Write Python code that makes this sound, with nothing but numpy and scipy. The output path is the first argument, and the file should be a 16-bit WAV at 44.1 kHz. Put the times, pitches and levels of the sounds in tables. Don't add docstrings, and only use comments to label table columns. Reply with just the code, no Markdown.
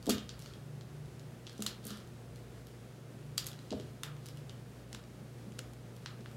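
import sys
import numpy as np
from scipy import signal
from scipy.fft import rfft, irfft
from scipy.io import wavfile

SR = 44100
rng = np.random.default_rng(int(sys.argv[2]) if len(sys.argv) > 2 else 0)


def log_audio(samples):
    frames = np.atleast_2d(samples).T
    limited = np.clip(frames, -1, 1)
    pcm = np.round(limited * 32767).astype(np.int16)
    wavfile.write(sys.argv[1], SR, pcm)


def makeup_ratio(level_db):
    decades = np.asarray(level_db, float) / 20
    return 10 ** decades


N = 280476

# freq_hz, level_db (per Hz)
AIR_COLOUR = [(79, -17.5), (135, -7), (158, -10), (175, -2.5), (236, -10), (319, -10), (352, -13),
              (382, -10), (604, -15.5), (1020, -24), (1320, -23.5), (2450, -28.5), (9710, -37),
              (10900, -38), (16000, -44)]
AIR_DB = -54

RUMBLE_DB, BOOM_DB, BOOM_RISE_S, BOOM_T60_S = -63.5, -22, 0.025, 0.44

# pitch_hz, level_db (rms), waver_db
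MOTOR_LINES = [(119.8, -52.5, 1.5), (239, -67, 2.0), (356, -68, 2.0), (478, -72, 2.0)]
# pitch_hz, level_db (rms), in_step_s (when in step with the first)
ROTORS = [(59.02, -64.5, 0), (57.74, -63.7, .209), (58.13, -65.9, .307)]
# time_s, level_db
THROB_LEVEL = [(0, -56), (.45, -57.5), (.75, -50), (1, -50.5), (1.25, -53.5), (1.6, -66), (2.1, -60),
               (2.7, -65.5), (3.3, -51), (3.75, -58.5), (4.15, -48.5), (4.45, -52.5), (4.9, -66),
               (5.2, -57), (5.8, -61.5), (6.36, -57)]
THROB_HZ, PARTNER_HZ, IN_STEP_S, PARTNER_DB = 145.3, 148.84, 0.145, -5.5

# start_s, length_s, level_db (full stroke), rise_share (of the length)
BRUSHES = [
    (0.366, .25, -61, 0.37),
    (1.444, 0.21, -63, 0.87),
    (1.828, 0.19, -51, 0.4),
    (2.62, .12, -78, .3),
    (3.423, 0.28, -63, .15),
    (3.647, 0.27, -64, .53),
    (4.2, 0.24, -63, .3),
    (4.885, 0.17, -66, 0.33),
    (5.46, 0.17, -68, 0.89),
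]
# freq_hz, level_db (per Hz)
CORD_COLOUR = [(900, -7), (1300, 6), (2400, -11), (3000, 3.5), (4500, 2), (7000, -6.5), (13000, -11),
               (15500, -30), (16500, -28)]
STROKE_START_DB, STROKE_END_DB = -13, -19.5

# start_s, peak_db, strongest_hz, contact_s, knuckle_hardness_db (per octave)
THUMPS = [(0.067, -38.5, 270, 0.0018, 0.1), (0.075, -28.5, 263, 0.00094, -9), (0.084, -33, 219, 0.0012, 17),
          (0.091, -20.5, 246, 0.0011, -1.5), (0.474, -49, 222, 0.0019, 7), (1.593, -36, 210, 0.0011, -5.5),
          (1.855, -41.5, 221, 0.0015, -3), (1.908, -43, 210, 0.0017, -6.5), (3.091, -50, 258, 0.0024, -12),
          (3.151, -51, 223, 0.0014, -12), (3.715, -34, 256, 0.0024, -6), (3.725, -31.5, 242, 0.001, 13),
          (3.732, -31, 278, 0.0003, 11), (3.798, -40.5, 370, 0.0032, -5), (4.928, -49, 213, 0.0012, -9),
          (5.217, -48, 188, 0.0021, -8), (5.466, -47, 210, 0.0022, -18), (5.587, -47, 517, 0.0017, 3),
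          (6.192, -48, 215, 0.00063, -3)]
# pitch_hz, level_db, t60_s
TABLE_MODES = [(210, -3.5, 0.38), (253, -18, 0.053), (277.3, -9.5, 0.23), (307, -2.5, 0.05),
               (411, -2.5, 0.1), (489, -5.5, 0.13), (628, -4, 0.044), (815, -33, .1)]

# start_s, peak_db, ring_hz, wood_knock_db, sharp_edge_db
BLOWS = [(0.0666, -31.5, 3680, -15, 2), (0.094, -18.5, 6600, -13, 5.5), (0.0972, -19, 4600, -12, 1),
         (0.1046, -23, 3660, -14, -2), (0.1815, -33, 3150, -14, -10), (0.2917, -32.5, 4500, -13, -13),
         (1.4673, -37, 3470, -17, -19), (1.6219, -23.5, 6560, -13.5, 6.5),
         (1.6638, -20.5, 4150, -15.5, -2.5), (1.8517, -34.5, 8100, -28, 15), (1.8677, -28.5, 8950, -30, 8),
         (1.8776, -36, 4260, -12, 20), (1.905, -33, 4080, -5, -2), (3.3785, -17.5, 4680, -17.5, -0.5),
         (3.443, -37, 3510, -12, 1), (3.4665, -25.5, 6640, -14.5, 9), (3.4854, -36, 4630, -11, -3),
         (3.706, -33, 3980, -18, -22), (4.0335, -26.5, 3580, -4, 2.5), (4.9287, -34, 5500, -9, -2),
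         (4.9472, -31.5, 3900, -7, -6), (5.5902, -27, 6700, -8.5, -2.5), (6.0597, -29.5, 4070, -6.5, -21),
         (6.259, -38, 4560, -5, -39)]
# start_s, peak_db, ring_hz
CLACKS = [(0.0266, -43, 4570), (0.058, -36, 3880), (0.3923, -39.5, 6850), (0.401, -41.5, 4100),
          (0.415, -46, 4390), (0.422, -39, 5360), (1.058, -50, 3820), (1.52, -51, 3890), (1.529, -46, 4230),
          (1.5793, -40.5, 5900), (1.6043, -39, 6000), (1.843, -44, 4230), (1.9727, -42, 3140),
          (2.074, -50, 2570), (2.359, -43.5, 4180), (2.6694, -41, 3000), (3.375, -40, 4100),
          (3.46, -36, 4100), (3.473, -32.5, 4150), (3.516, -39.5, 3350), (4.2584, -38, 2980),
          (4.265, -39.5, 3900), (4.286, -38, 5300), (4.372, -43.5, 2930), (5.7345, -43.5, 4020),
          (5.965, -44, 4270), (6.3134, -46.5, 3340)]
CLACK_WOOD_DB, CLACK_EDGE_DB = -16.5, 3
# start_s, peak_db, ring_hz
TAPS = [(0.4597, -39, 4370), (0.5359, -43, 3320), (0.8101, -44.5, 4030), (1.195, -45, 6600),
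        (1.4741, -38, 3330), (1.495, -38, 4250), (2.0014, -48, 5500), (3.5309, -38.5, 3960),
        (3.538, -47, 4030), (3.5902, -43.5, 4010), (3.7187, -38.5, 3020), (3.726, -38.5, 4070),
        (3.7988, -37, 4100), (3.811, -45, 3270), (4.1665, -47, 2980), (4.495, -37, 3040),
        (5.039, -45.5, 3820), (5.521, -48, 3240), (5.586, -43, 2930), (6.051, -55, 3400),
        (6.208, -49, 4830)]
TAP_WOOD_DB, TAP_EDGE_DB = -12, -13
# pitch_hz, width_hz, lift_db
BEAD_MODES = [(1213, 420, 9), (2917, 71, 7), (3270, 78, 6.5), (3660, 65, 5.5), (4230, 130, 3),
              (4880, 175, 0.5), (7070, 480, 2.5)]
CHATTER_S, CHATTER_GROWTH_DB = 0.0021, 0.2229

# freq_hz, t60_s
ROOM_T60 = [(250, 0.28), (1300, 0.42), (3500, 0.29), (9000, 0.14), (15000, 0.2)]
# time_s, level_db
DISTANCE = [(0, 3.5), (1.2, 0.5), (1.75, 0.5), (2.5, 3), (3.4, -1), (3.75, 0.5), (4.1, 0.5), (4.5, 0),
            (5, -1), (5.6, -5), (6.1, 1.5), (6.36, -4)]
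ROOM_DB, ROOM_ONSET_S = -5.5, 0.007

MIC_LOW_HZ, MIC_TOP_HZ = 52.7, 15900


def at_hz(points, hz):
    table_hz, values = np.transpose(points)
    return np.interp(np.log(hz), np.log(table_hz), values)


def in_time(rows, silent_db=-120):
    s, db = np.transpose(rows)
    return makeup_ratio(np.interp(np.arange(N) / SR, s, db, left=silent_db, right=silent_db))


def rms_one(x):
    return x / np.sqrt(np.mean(x ** 2) + 1e-30)


def peak_one(x):
    return x / (np.abs(x).max() + 1e-30)


def band(x, low_hz, high_hz):
    edges = [low_hz, min(high_hz, 0.45 * SR)]
    return signal.sosfilt(signal.butter(2, edges, "band", fs=SR, output="sos"), x)


def drift(rate_hz):
    r = np.exp(-80 * np.pi * rate_hz / SR)
    white = rng.standard_normal(N // 40 + 2002)
    slow = signal.lfilter([1], [1, -2 * r, r * r], white)[2000:]
    return np.interp(np.arange(N) / 40, np.arange(len(slow)), rms_one(slow))


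def coloured(white, spectrum):
    hz = np.maximum(np.fft.rfftfreq(len(white), 1 / SR), 1)
    return rms_one(irfft(rfft(white) * makeup_ratio(at_hz(spectrum, hz)), len(white)))


def add(out, s, piece):
    at = int(s * SR)
    out[at:at + len(piece)] += piece[:N - at]


def air():
    level = makeup_ratio(AIR_DB + 0.5 * drift(6.4))
    return level * coloured(rng.standard_normal(N), AIR_COLOUR)


def rumble():
    level = makeup_ratio(RUMBLE_DB + 2.6 * drift(2.7))
    t = np.arange(SR) / SR
    for s, db, *_ in THUMPS:
        boom = makeup_ratio(db + BOOM_DB - 60 * t / BOOM_T60_S) * (1 - np.exp(-t / BOOM_RISE_S))
        add(level, s, boom)
    return level * rms_one(band(rng.standard_normal(N), 55, 100))


def hum():
    t = np.arange(N) / SR
    turn = 2 * np.pi * THROB_HZ * t
    slip = 2 * np.pi * (PARTNER_HZ - THROB_HZ) * (t - IN_STEP_S)
    partner = makeup_ratio(PARTNER_DB) * np.sin(turn + slip)
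    out = in_time(THROB_LEVEL) * (np.sin(turn + 0.32 * drift(3.1)) + partner)
    first_hz = ROTORS[0][0]
    for hz, db, step_s in ROTORS:
        cycles = first_hz * t + (hz - first_hz) * (t - step_s)
        out += makeup_ratio(db - 2.5) * np.sin(2 * np.pi * cycles)
    for hz, db, waver_db in MOTOR_LINES:
        level = makeup_ratio(db + waver_db * drift(2.9))
        out += level * np.sin(2 * np.pi * hz * t + 0.5 * drift(6.2))
    return np.sqrt(2) * out


def brushes(slips_per_s=4000):
    sizes = makeup_ratio(3 * np.minimum(rng.exponential(1, N), 3)) * rng.choice([-1, 1], N)
    slips = (rng.random(N) < slips_per_s / SR) * sizes
    strokes = np.zeros(N)
    for s, length, db, rise in BRUSHES:
        full_s = s + np.clip(rise, 0, 1) * length
        strokes += in_time([(s, db + STROKE_START_DB), (full_s, db), (s + length, db + STROKE_END_DB)])
    return coloured(slips, CORD_COLOUR) * strokes


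def ring(x, hz, t60):
    r = makeup_ratio(-60 / (t60 * SR))
    w = 2 * np.pi * hz / SR
    return signal.lfilter([0, np.sin(w)], [1, -2 * r * np.cos(w), r * r], x)


def thumps():
    out, t = np.zeros(N), np.arange(12000) / SR
    spots = rng.normal(0, 0.72, (len(THUMPS), len(TABLE_MODES)))
    for (s, db, spot_hz, contact, knuckle_db), spot in zip(THUMPS, spots):
        push = np.sin(np.pi * t / contact) ** 2 * (t < contact)
        body = 2.05 * ring(push, spot_hz, 0.091)
        for (hz, mode_db, t60), own_db in zip(TABLE_MODES, spot):
            tilt_db = knuckle_db * np.log2(hz / spot_hz)
            body = body + makeup_ratio(mode_db + own_db + tilt_db) * ring(push, hz, t60)
        add(out, s, makeup_ratio(db + 3.5) * peak_one(band(body, 303, 1650)))
    return out


def lift(x, hz, width_hz, db):
    r = np.exp(-np.pi * width_hz / SR)
    poles = [1, -2 * r * np.cos(2 * np.pi * hz / SR), r * r]
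    resonance = signal.lfilter([(1 - r * r) / 2, 0, (r * r - 1) / 2], poles, x)
    return x + (makeup_ratio(db) - 1) * resonance


def shelf_below(x, hz, db):
    poles = signal.buttap(4)[1] * 2 * SR * np.tan(np.pi * hz / SR)
    shelf = signal.bilinear_zpk(poles * makeup_ratio(db / 8), poles * makeup_ratio(-db / 8), 1, SR)
    return signal.sosfilt(signal.zpk2sos(*shelf), x)


def bead_colour(x, hz, wood_db, edge_db):
    x = lift(x, hz, 1400, 3.05)
    x = lift(x, hz, 100, 7.2)
    for mode in BEAD_MODES:
        x = lift(x, *mode)
    x = shelf_below(x, 2600, wood_db + 6.5)
    x = shelf_below(x, 8400, 4.0 - edge_db)
    return peak_one(band(band(x, 780, 14000), 730, 14400))


def ticks():
    direct, all_round = np.zeros(N), np.zeros(N)
    t = np.arange(1024) / SR
    clacks = [row + (CLACK_WOOD_DB, CLACK_EDGE_DB) for row in CLACKS]
    taps = [row + (TAP_WOOD_DB, TAP_EDGE_DB) for row in TAPS]
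    contacts = BLOWS + clacks + taps
    impact = 1.0 * (np.arange(len(t)) == 20)
    rough = rng.standard_normal((len(contacts), len(t)))
    for (s, db, hz, wood_db, edge_db), grit in zip(contacts, rough):
        length = CHATTER_S * makeup_ratio(CHATTER_GROWTH_DB * (db + 40))
        swell = (1 - np.exp(-t / 0.00077)) * np.exp(-(t / length) ** 2)
        chatter = 0.73 * impact + 0.19 * grit * swell
        heard = makeup_ratio(db + 1.0) * bead_colour(chatter, hz, wood_db, edge_db)
        add(direct, s, heard)
        add(all_round, s, np.std(heard) * rms_one(bead_colour(impact, hz, wood_db, edge_db)))
    return direct, all_round


def room(x):
    t = np.arange(int(0.6 * SR)) / SR
    edges = 120 * 2 ** np.arange(0, 7.6, 0.5)
    white = rng.standard_normal((len(edges), len(t)))
    tail = np.zeros(len(t))
    for noise, low, high in zip(white, edges, edges[1:]):
        decay = makeup_ratio(-60 * t / at_hz(ROOM_T60, np.sqrt(low * high)))
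        tail += rms_one(band(noise, low, high)) * np.sqrt(high - low) * decay
    tail *= 1 - np.exp(-(t / ROOM_ONSET_S) ** 2)
    return makeup_ratio(ROOM_DB) * signal.fftconvolve(x, tail / np.sqrt(np.sum(tail ** 2)))[:N]


def scene():
    background = air() + rumble() + hum()
    cord, hands = brushes(), thumps()
    beads, beads_all_round = ticks()
    tail = room(in_time(DISTANCE) * (beads_all_round + cord) + makeup_ratio(1.0) * band(hands, 83, 590))
    return (background + cord + hands + beads + tail)[None]


def band_limit(x):
    return signal.sosfilt(signal.butter(12, 16500, fs=SR, output="sos"), x)


def record(dry):
    low_cut = signal.butter(3, MIC_LOW_HZ, "high", fs=SR, output="sos")
    top_cut = signal.ellip(8, 0.5, 30, MIC_TOP_HZ, fs=SR, output="sos")
    mix = signal.sosfilt(top_cut, signal.sosfilt(low_cut, dry))
    return band_limit(mix)


dry = scene()
out = record(dry)
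log_audio(out)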